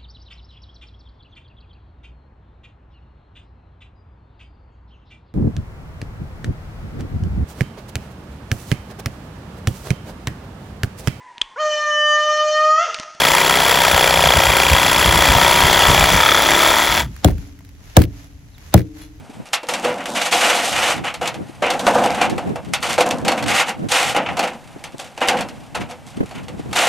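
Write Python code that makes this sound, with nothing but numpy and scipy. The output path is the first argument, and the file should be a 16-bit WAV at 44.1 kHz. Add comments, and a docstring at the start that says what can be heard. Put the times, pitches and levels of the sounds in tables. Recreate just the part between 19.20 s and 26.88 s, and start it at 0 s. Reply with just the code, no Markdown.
"""On an asphalt-shingle roof, hand-held camera about a metre from a sheet-metal flashing with a wide cone.
Wind flutters on the two microphone ports; hands and knees crunch faintly. After a first nudge the
flashing is shoved and wiggled in under the shingles: its edge grinds over the mineral grit, cracks
granules, catches and slips free, and the thin sheet booms as it flexes. A lull comes at 5.5 s, then
more shoves; an eddy thumps the microphone hard at 7 s, just before the last push."""
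import sys
import numpy as np
from scipy import signal
from scipy.fft import rfft, irfft, next_fast_len
from scipy.io import wavfile
from scipy.ndimage import map_coordinates

SR = 44100
rng = np.random.default_rng(int(sys.argv[2]) if len(sys.argv) > 2 else 0)


def transcribe(signal):
    """Save signal, clipped to [-1, 1], as a 16-bit WAV file at the path in sys.argv[1]."""
    frames = np.atleast_2d(signal).T
    limited = np.clip(frames, -1, 1)
    pcm = np.round(limited * 32767).astype(np.int16)
    wavfile.write(sys.argv[1], SR, pcm)


N = 338688


def amp(db):
    """Decibels to gain."""
    return 10 ** (np.asarray(db) / 20)


def unit(x):
    """x scaled to rms 1."""
    return x / np.sqrt(np.mean(x ** 2) + 1e-20)


def along(points, hz):
    """(Hz, value) points read on a log frequency axis."""
    f, v = np.transpose(points)
    return np.interp(np.log(hz + 1), np.log(f), v)


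def wobble(rate):
    """A smooth random curve, rate knots a second."""
    knots = rng.standard_normal(int(N * rate / SR) + 4)
    return map_coordinates(knots, [np.arange(N) * rate / SR])


def filtered(x, gain):
    """x times a gain that depends on frequency."""
    n = x.shape[-1]
    padded = next_fast_len(n + 2048)
    return irfft(rfft(x, padded) * gain(np.fft.rfftfreq(padded, 1 / SR)), padded)[..., :n]


def noise(colour_db, spread, size):
    """Noise of rms 1 at the left and right ports, as unlike as the spread says."""
    mid, side = rng.standard_normal((2, size))
    side = filtered(side, lambda hz: amp(along(spread, hz)))
    return unit(filtered(np.array([mid + side, mid - side]), lambda hz: amp(colour_db(hz))))


def add(track, start, sound):
    """Mix a sound into the track from a sample on."""
    part = sound[..., :max(N - start, 0)]
    track[..., start:start + part.shape[-1]] += part


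# stereo width at the microphone of sound from the roof: f/Hz, side minus mid/dB
ROOF_SPREAD = [(60, -15), (99, -5), (160, -46), (270, -31), (450, -29), (740, -26.5), (1220, -20),
               (2010, -17), (3330, -10.5), (5500, -19), (9080, -8.5), (15000, -33)]
# spectrum of the air around the roof: f/Hz, level/dB
AIR_COLOUR = [(100, -14), (250, -5), (400, -11.5), (800, -4), (1100, -13), (2700, -18.5), (4500, -26),
              (8000, -27.5), (12000, -33.5), (15000, -45)]
def open_air():
    """A faint, nearly steady outdoor rush."""
    drift_db = wobble(6)
    return amp(-45 + drift_db) * noise(lambda hz: along(AIR_COLOUR, hz), ROOF_SPREAD, size=N)


# breeze between the gusts: t/s, level/dB
BREEZE_LEVELS = [(0, -38), (.4, -72), (1, -57), (1.6, -43.5), (2.6, -37), (4.2, -41), (4.45, -44),
                 (5.4, -48), (5.65, -42), (5.95, -52), (6.25, -41), (7.4, -42.5), (7.68, -53)]
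# crests of the gusts on the microphone: t/s, level/dB
GUST_CRESTS = [(.19, -36.5), (1.56, -36), (1.8, -27.5), (2.2, -29.5), (3.13, -21.5), (3.298, -20),
               (3.5, -32.5), (3.73, -38), (3.96, -34), (4.06, -23), (4.25, -27), (4.33, -26.5),
               (4.632, -21.5), (4.89, -32.5), (5.12, -31.5), (6.2, -39), (6.61, -28.5), (7.01, -29),
               (7.19, -32), (7.34, -32.5), (7.5, -29)]
# spectra of light flutter and of hard buffeting on the ports: f/Hz, level/dB
FLUTTER_COLOUR = [(20, -48), (60, -6.5), (130, 0), (280, -8.5), (520, -37), (1400, -33.5), (3500, -58)]
BUFFET_COLOUR = [(20, -35), (80, -14), (190, 1), (340, -3.5), (700, -18.5), (1200, -33), (2500, -43),
                 (5000, -59.5)]
# stereo width of wind on the ports: f/Hz, side minus mid/dB
WIND_SPREAD = [(30, -3), (70, 1), (120, 2), (200, 4), (380, 2), (1300, 9)]
def wind(gust_s=0.032):
    """Gusts ride on a breeze and eddies hit each port on its own; harder gusts buffet higher in pitch."""
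    t = np.arange(N) / SR
    breeze = amp(np.interp(t, *np.transpose(BREEZE_LEVELS)) + 1.9 * wobble(12))
    gusts = sum(amp(db) * np.exp(-((t - s) / gust_s) ** 2 / 2) for s, db in GUST_CRESTS)
    strength = breeze + gusts
    hard = 1 / (1 + (amp(-30.5) / strength) ** 2)
    flutter = noise(lambda hz: along(FLUTTER_COLOUR, hz), WIND_SPREAD, size=N)
    buffet = noise(lambda hz: along(BUFFET_COLOUR, hz), WIND_SPREAD, size=N)
    eddies = unit(amp(2.2 * np.array([wobble(75), wobble(75)])))
    return strength * eddies * (np.sqrt(1 - hard) * flutter + np.sqrt(hard) * buffet)


def grit(per_second, spread_db):
    """Tiny impacts at random moments, a few much harder than the rest; rms 1 overall."""
    hit = rng.random(N) < per_second / SR
    hardness = amp(spread_db * np.minimum(rng.exponential(size=N), 4))
    return unit(hit * hardness * rng.choice([-1, 1], N))


# peaks and dips of the cone's response: f/Hz, width/Hz, gain/dB
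CONE_MODES = [(497, 18, 12), (540, 20, 2.5), (762, 11, 1), (790, 86, 3.5), (1970, 40, -4.5), (2630, 68, -1)]
# decay of the sheet, damped by shingles and hands: f/Hz, t60/s
SHEET_DECAY = [(150, 0.3), (500, 0.29), (900, 0.19), (2500, 0.16), (5000, 0.12), (9000, 0.082),
               (14000, 0.1)]
def sheet(colour):
    """The ring of the sheet struck at one spot: a dense crowd of modes, the high ones dying first."""
    def cone_db(hz):
        return sum(db / (1 + (2 * (hz - centre) / width) ** 2) for centre, width, db in CONE_MODES)

    modes = noise(lambda hz: along(colour, hz) + cone_db(hz), ROOF_SPREAD, size=SR // 4)
    hz, t, bands = signal.stft(modes, SR, nperseg=256)
    decay = amp(-60 * t / along(SHEET_DECAY, hz)[:, None])
    _, ring = signal.istft(bands * decay, SR, nperseg=256)
    return ring[:, :SR // 4]


def rubbed(force, colour, spots=9):
    """The sheet touches the roof at several spots: each impact rings one spot's own mix of modes."""
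    spot = rng.integers(spots, size=N)
    out = np.zeros((2, N))
    for k in range(spots):
        ring = sheet(colour)
        impacts = force * (spot == k)
        out += signal.oaconvolve(impacts[None], ring / np.linalg.norm(ring[0]), axes=1)[:, :N]
    return out


# spectra of the sheet when grit scratches it and when its edge bites: f/Hz, level/dB
RASP_COLOUR = [(150, -49), (420, -18), (520, -8.5), (820, -0.5), (1050, -1.5), (1300, 1.5), (1720, -2),
               (1930, 2.5), (2900, 1.5), (3150, -4.5), (4700, -16.5), (7000, -20), (11000, -40),
               (15000, -52)]
BITE_COLOUR = [(1500, -45), (3200, 1.5), (5000, -2), (7200, -1.5), (9000, -3.5), (11500, -10.5),
               (13800, -19), (15200, -48)]
def loose_grit():
    """Knees and hands shift on the shingles and keep a few granules crunching faintly."""
    weight = unit(amp(1.5 * wobble(7) + 3 * wobble(25)))
    shifting = amp(-54) * weight * grit(per_second=110, spread_db=4.5)
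    return rubbed(shifting, RASP_COLOUR, spots=3) + amp(-3) * rubbed(shifting, BITE_COLOUR, spots=3)


# single hard eddies right on the microphone: t/s, peak level/dB
EDDY_HITS = [(0.094, -29), (0.199, -32), (1.788, -28.5), (2.203, -28), (2.292, -30), (5.559, -27),
             (5.742, -27), (6.973, -24), (7.004, -14.5), (7.029, -20.5), (7.394, -21), (7.457, -28.5)]
def thumps(rise_s=0.004):
    """A hard eddy is one short, dull push on the ports."""
    out, t = np.zeros((2, N)), np.arange(SR // 12) / SR
    swell = t / rise_s * np.exp(1 - t / rise_s)
    for s, db in EDDY_HITS:
        push = swell * noise(lambda hz: along(BUFFET_COLOUR, hz), WIND_SPREAD, size=len(t))
        add(out, round(s * SR), amp(db) * push / np.abs(push.mean(axis=0)).max())
    return out


# shoves of the sheet under the shingles: t/s, length/s, rise/s, grinding level/dB, flexing level/dB,
# bite relative to grinding/dB, force lost by the end/dB (negative: the push grows)
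SHEET_SHOVES = [(0.124, 0.06, .02, -44, -50, 1, 9), (0.483, 0.16, 0.0055, -23.5, -20, -4, 15),
                (0.626, 0.23, 0.0056, -28.5, -23, -9.5, 6.5), (0.845, 0.11, 0.05, -33.5, -22, 7, 5.5),
                (0.944, .13, 0.0072, -24, -29.5, -5.5, -4.5), (1.105, 0.41, 0.014, -15.5, -17, -4.5, 6),
                (1.508, 0.21, 0.029, -19, -23.5, -5.5, -0.5), (1.74, 0.037, 0.012, -25.5, -27, -10.5, 3),
                (1.836, 0.044, 0.0045, -18.5, -26, -15, 4), (2.009, 0.067, 0.0037, -25.5, -25.5, -11, 2.5),
                (2.42, 0.094, 0.0015, -15.5, -13.5, -22, 11.5),
                (2.492, 0.18, 0.0084, -34.5, -25.5, -3.5, -5),
                (2.662, 0.2, 0.0026, -25.5, -12.5, -5.5, 2.5),
                (2.874, 0.17, 0.0078, -28.5, -21, -9.5, -2.5), (3.007, 0.052, 0.0046, -18.5, -23, -20, 14),
                (3.067, 0.22, .01, -36.5, -30, -10.5, 5), (3.597, 0.14, 0.04, -23.5, -24.5, -5, -1),
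                (3.778, 0.032, 0.0041, -24, -15, -6, -3.5), (3.851, 0.18, .01, -30, -16, -2, 16),
                (4.04, 0.24, 0.011, -26, -14.5, -8.5, 13), (4.251, .15, 0.064, -19, -26, -6, -4),
                (4.451, 0.046, 0.024, -22, -22.5, -7.5, 0.5), (4.684, 0.23, 0.052, -12.5, -17.5, -4, 11),
                (4.944, 0.14, 0.0036, -20, -14, -27, 23), (5.084, 0.065, 0.0041, -36, -20.5, -20, 11),
                (5.172, 0.18, .005, -26, -17.5, -8.5, 18.5), (5.754, 0.12, .02, -39.5, -47, 0.5, 1),
                (6.003, 0.06, 0.0025, -21, -23, -15, 7.5), (6.074, 0.19, 0.0055, -22.5, -13, -11.5, 19),
                (6.544, 0.17, 0.0025, -25, -22.5, -12.5, 27), (6.687, 0.04, 0.0042, -32.5, -30, -3.5, 10),
                (6.859, 0.078, 0.015, -35, -46, -3, 7.5), (7.108, 0.075, 0.011, -42, -46.5, -8, -9.5),
                (7.536, 0.17, 0.024, -17.5, -19.5, -6.5, -1)]
def shove_forces(release_s=0.011):
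    """Grinding, flexing and bite over time: each shove builds up, changes force steadily and stops."""
    forces, t = np.zeros((3, N)), np.arange(SR) / SR
    for s, length, rise, grind_db, flex_db, bite_db, loss_db in SHEET_SHOVES:
        levels = amp([[grind_db], [flex_db], [grind_db + bite_db]])
        attack = np.minimum(t / rise, 1)
        hold = amp(-loss_db * np.minimum(t / length, 1))
        release = np.exp(-np.maximum(t - length, 0) / release_s)
        add(forces, round(s * SR), levels * attack * hold * release)
    return forces


# path of the sheet's hollow resonance: t/s, f/Hz
HOLLOW_GLIDE = [(0.48, 570), (2.02, 745), (2.24, 560), (2.28, 700), (3.45, 665), (3.53, 839), (3.89, 587),
                (4.53, 840), (4.61, 497), (4.71, 790), (5.01, 690), (6.61, 680), (6.94, 792), (7.0, 514),
                (7.18, 749), (7.42, 525), (7.58, 820), (7.68, 730)]
def bent(boom, lift_db, half_width_hz=55):
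    """Bending retunes the boom: its hollow resonance glides, held between 520 and 797 Hz."""
    steps_hz = [520, 601, 690, 797]
    centre_hz = np.interp(np.arange(N) / SR, *np.transpose(HOLLOW_GLIDE)) + 55 * wobble(14)
    out = np.zeros_like(boom)
    for peak_hz, share in zip(steps_hz, np.eye(len(steps_hz))):
        lifted = filtered(boom, lambda hz: amp(lift_db / (1 + ((hz - peak_hz) / half_width_hz) ** 2) - 3))
        out += np.interp(centre_hz, steps_hz, share) * lifted
    return out


# spectra of the sheet flexing and of the whole base plate heaving: f/Hz, level/dB
FLEX_COLOUR = [(20, -60), (60, -48), (120, -23.5), (190, -13.5), (270, -9.5), (340, -2.5), (408, -15),
               (485, -3), (590, -2), (780, -2), (900, 0), (1080, -6.5), (1450, -8), (1750, -13),
               (4000, -55)]
HEAVE_COLOUR = [(20, -49), (60, -59), (120, -16), (180, -6.5), (250, 3), (330, -11), (420, -16), (700, -42),
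                (2000, -80)]
def scraping():
    """A metre off, the edge drags over the grit: it rasps, hisses where it bites and shakes the sheet."""
    grind, flex, bite = shove_forces()
    judder = amp(2.3 * wobble(70))  # the edge sticks and lets go
    # a fast slide meets a stream of granules, a slow push breaks them one by one
    sliding = 1 / (1 + (amp(-28.5) / (grind + 1e-6)) ** 2)
    stream = grit(per_second=2600, spread_db=4)
    crumbs = grit(per_second=350, spread_db=11)
    granules = unit(judder * (np.sqrt(sliding) * stream + np.sqrt(1 - sliding) * crumbs))
    lurches = unit(judder * grit(per_second=1200, spread_db=2.5))
    surge = unit(amp((3.5 - 1.56 * sliding) * wobble(28)))  # coarse and fine patches, evened by speed
    rasp = amp(0.5) * rubbed(grind * surge * granules, RASP_COLOUR)
    hiss = rubbed(bite * granules, BITE_COLOUR)
    boom = amp(-2) * bent(rubbed(flex * lurches, FLEX_COLOUR, spots=4), lift_db=8)
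    # an edge that is held fast lets the push bend the whole plate
    heave = amp(-8.5) * rubbed(flex * np.sqrt(1 - sliding) * lurches, HEAVE_COLOUR, spots=4)
    # granules crushed under the load also tick straight into the air
    crushed = grit(per_second=90, spread_db=4)
    ticks = unit(filtered(crushed, lambda hz: amp(along(BITE_COLOUR, hz))))
    load = amp(-12) * bite + amp(-31.5) * flex
    return rasp + hiss + boom + heave + load * ticks


# single granules cracking under the metal: t/s, level/dB
GRANULE_CRACKS = [(0.289, -24), (0.470, -19), (0.598, -15), (0.719, -26), (2.506, -2), (2.668, -1),
                  (2.906, -7.5), (3.099, -17), (3.864, -11), (3.868, -13), (3.8775, -18), (3.8903, -8),
                  (3.9103, -3), (4.083, -6), (4.160, -22), (4.241, -9), (6.089, -10)]
def cracks(decay_s=0.00016):
    """A bursting granule gives one dry click."""
    out, t = np.zeros(N), np.arange(SR // 200) / SR
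    fade = np.exp(-t / decay_s)
    for s, db in GRANULE_CRACKS:
        pitch_hz = 5000 * np.exp(0.2 * rng.standard_normal())
        add(out, round(s * SR), amp(db + 1) * np.sin(2 * np.pi * pitch_hz * t) * fade)
    return out


# modes of the cone's rim: f/Hz, level/dB, t60/s
RIM_MODES = [(808, -1, 0.061), (844, -11, 0.15), (1260, -31, .1), (1970, -18, 0.09), (2670, -8, 0.25),
             (3610, -21, .08), (3740, -18, 0.11), (4400, -7, 0.11)]
def rim_ping(t):
    """The struck rim rings, at new strengths and slightly new pitches each time."""
    age = np.maximum(t, 0)
    chance = rng.standard_normal((len(RIM_MODES), 2))
    out = np.zeros(len(t))
    for (hz, db, t60), (louder, sharper) in zip(RIM_MODES, chance):
        fade = amp(db + 3 * louder - 60 * age / t60)
        out += fade * np.sin(2 * np.pi * hz * (1 + 0.011 * sharper) * age)
    return out


# the edge catches, slips and slaps down: t/s, level/dB, boom relative to that level/dB
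EDGE_SLIPS = [(0.3321, -3.5, -40), (0.3384, -2.5, -34), (0.4318, -21.5, 2.5), (0.487, -7.5, -5.5),
              (0.5372, -7, -28), (0.6464, -7, 3.5), (0.95, -26, -31), (1.1255, -4, -23), (1.8447, -18.5, 4),
              (1.941, -14.5, -10), (2.0133, -16, 6), (2.0752, -7.5, -10), (2.1425, -19.5, 1),
              (2.4225, -14.5, 8.5), (2.503, -6.5, -4), (2.5371, -14, 4), (2.6667, -3.5, 4.5),
              (2.7544, -20.5, 20), (2.8514, -25, 21), (3.015, -5.5, -3), (3.0975, -15, -19),
              (3.1807, -14, 4), (3.3573, -19, 5), (3.536, -1.5, -24), (3.6275, -9, -22), (3.7799, -7, 6),
              (3.8067, -2, -6.5), (3.9095, -9, -2.5), (4.0492, -11, -4), (4.0811, -0.5, -3.5),
              (4.118, -7.5, -2.5), (4.2255, -12.5, -3), (4.7182, -2, -14), (4.9477, -14.5, 5),
              (4.9637, -5.5, 0), (5.1699, -12.5, -5), (5.1926, -4.5, -2), (5.2375, -11, 1),
              (5.6397, -16.5, -10), (5.7923, -19, -1), (5.9768, -19, -1), (6.0154, -16.5, 11),
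              (6.0748, -11, -11), (6.0853, 1, -14), (6.175, -20, -8), (6.2088, -11.5, -5.5),
              (6.2866, -23, -18), (6.55, -13, -3), (6.7097, -22, -4), (7.1104, -25, 2),
              (7.2827, -22.5, -2.5), (7.5296, -11, -11), (7.589, -4, -7)]
def slips(flat_dulls_db=6):
    """A sharp strike with a very short, faint swell just before it; the sheet clashes and booms."""
    clashes, booms = np.zeros((2, 2, N))
    lead = SR // 150
    t = (np.arange(SR // 4) - lead) / SR
    swell = np.where(t < 0, 0.13 * np.exp(-np.abs(t) / 0.003), 1)
    strike = 1 + 0.29 * np.exp(-np.abs(t) / 0.0069)  # the struck spot sounds before the waves spread
    for s, db, boom_db in EDGE_SLIPS:
        start = round(s * SR) - lead
        flat = 1 / (1 + amp(-2 * boom_db))  # a sheet that lands flat booms and loses treble
        edge = amp(0.5 - flat_dulls_db * flat)
        clash = sheet(RASP_COLOUR) + edge * sheet(BITE_COLOUR) + amp(-7) * rim_ping(t)
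        add(clashes, start, amp(db - 12.5) * swell * strike * clash)
        add(booms, start, amp(db + boom_db - 7) * swell * sheet(FLEX_COLOUR))
    return clashes + bent(booms, lift_db=6)


def scene():
    """The work on the roof a metre away, wind right on the microphone, open air all round."""
    roof_work = scraping() + slips() + cracks() + loose_grit()
    return roof_work + wind() + thumps() + open_air()


def record(dry):
    """The camera rounds off the highest peaks and keeps nothing above its band limit."""
    top_hz = 14950
    rounded = dry / (1 + np.abs(dry) ** 6) ** (1 / 6)
    return filtered(rounded, lambda hz: 1 / np.sqrt(1 + (hz / top_hz) ** 120))


dry = scene()
out = record(dry)
transcribe(out)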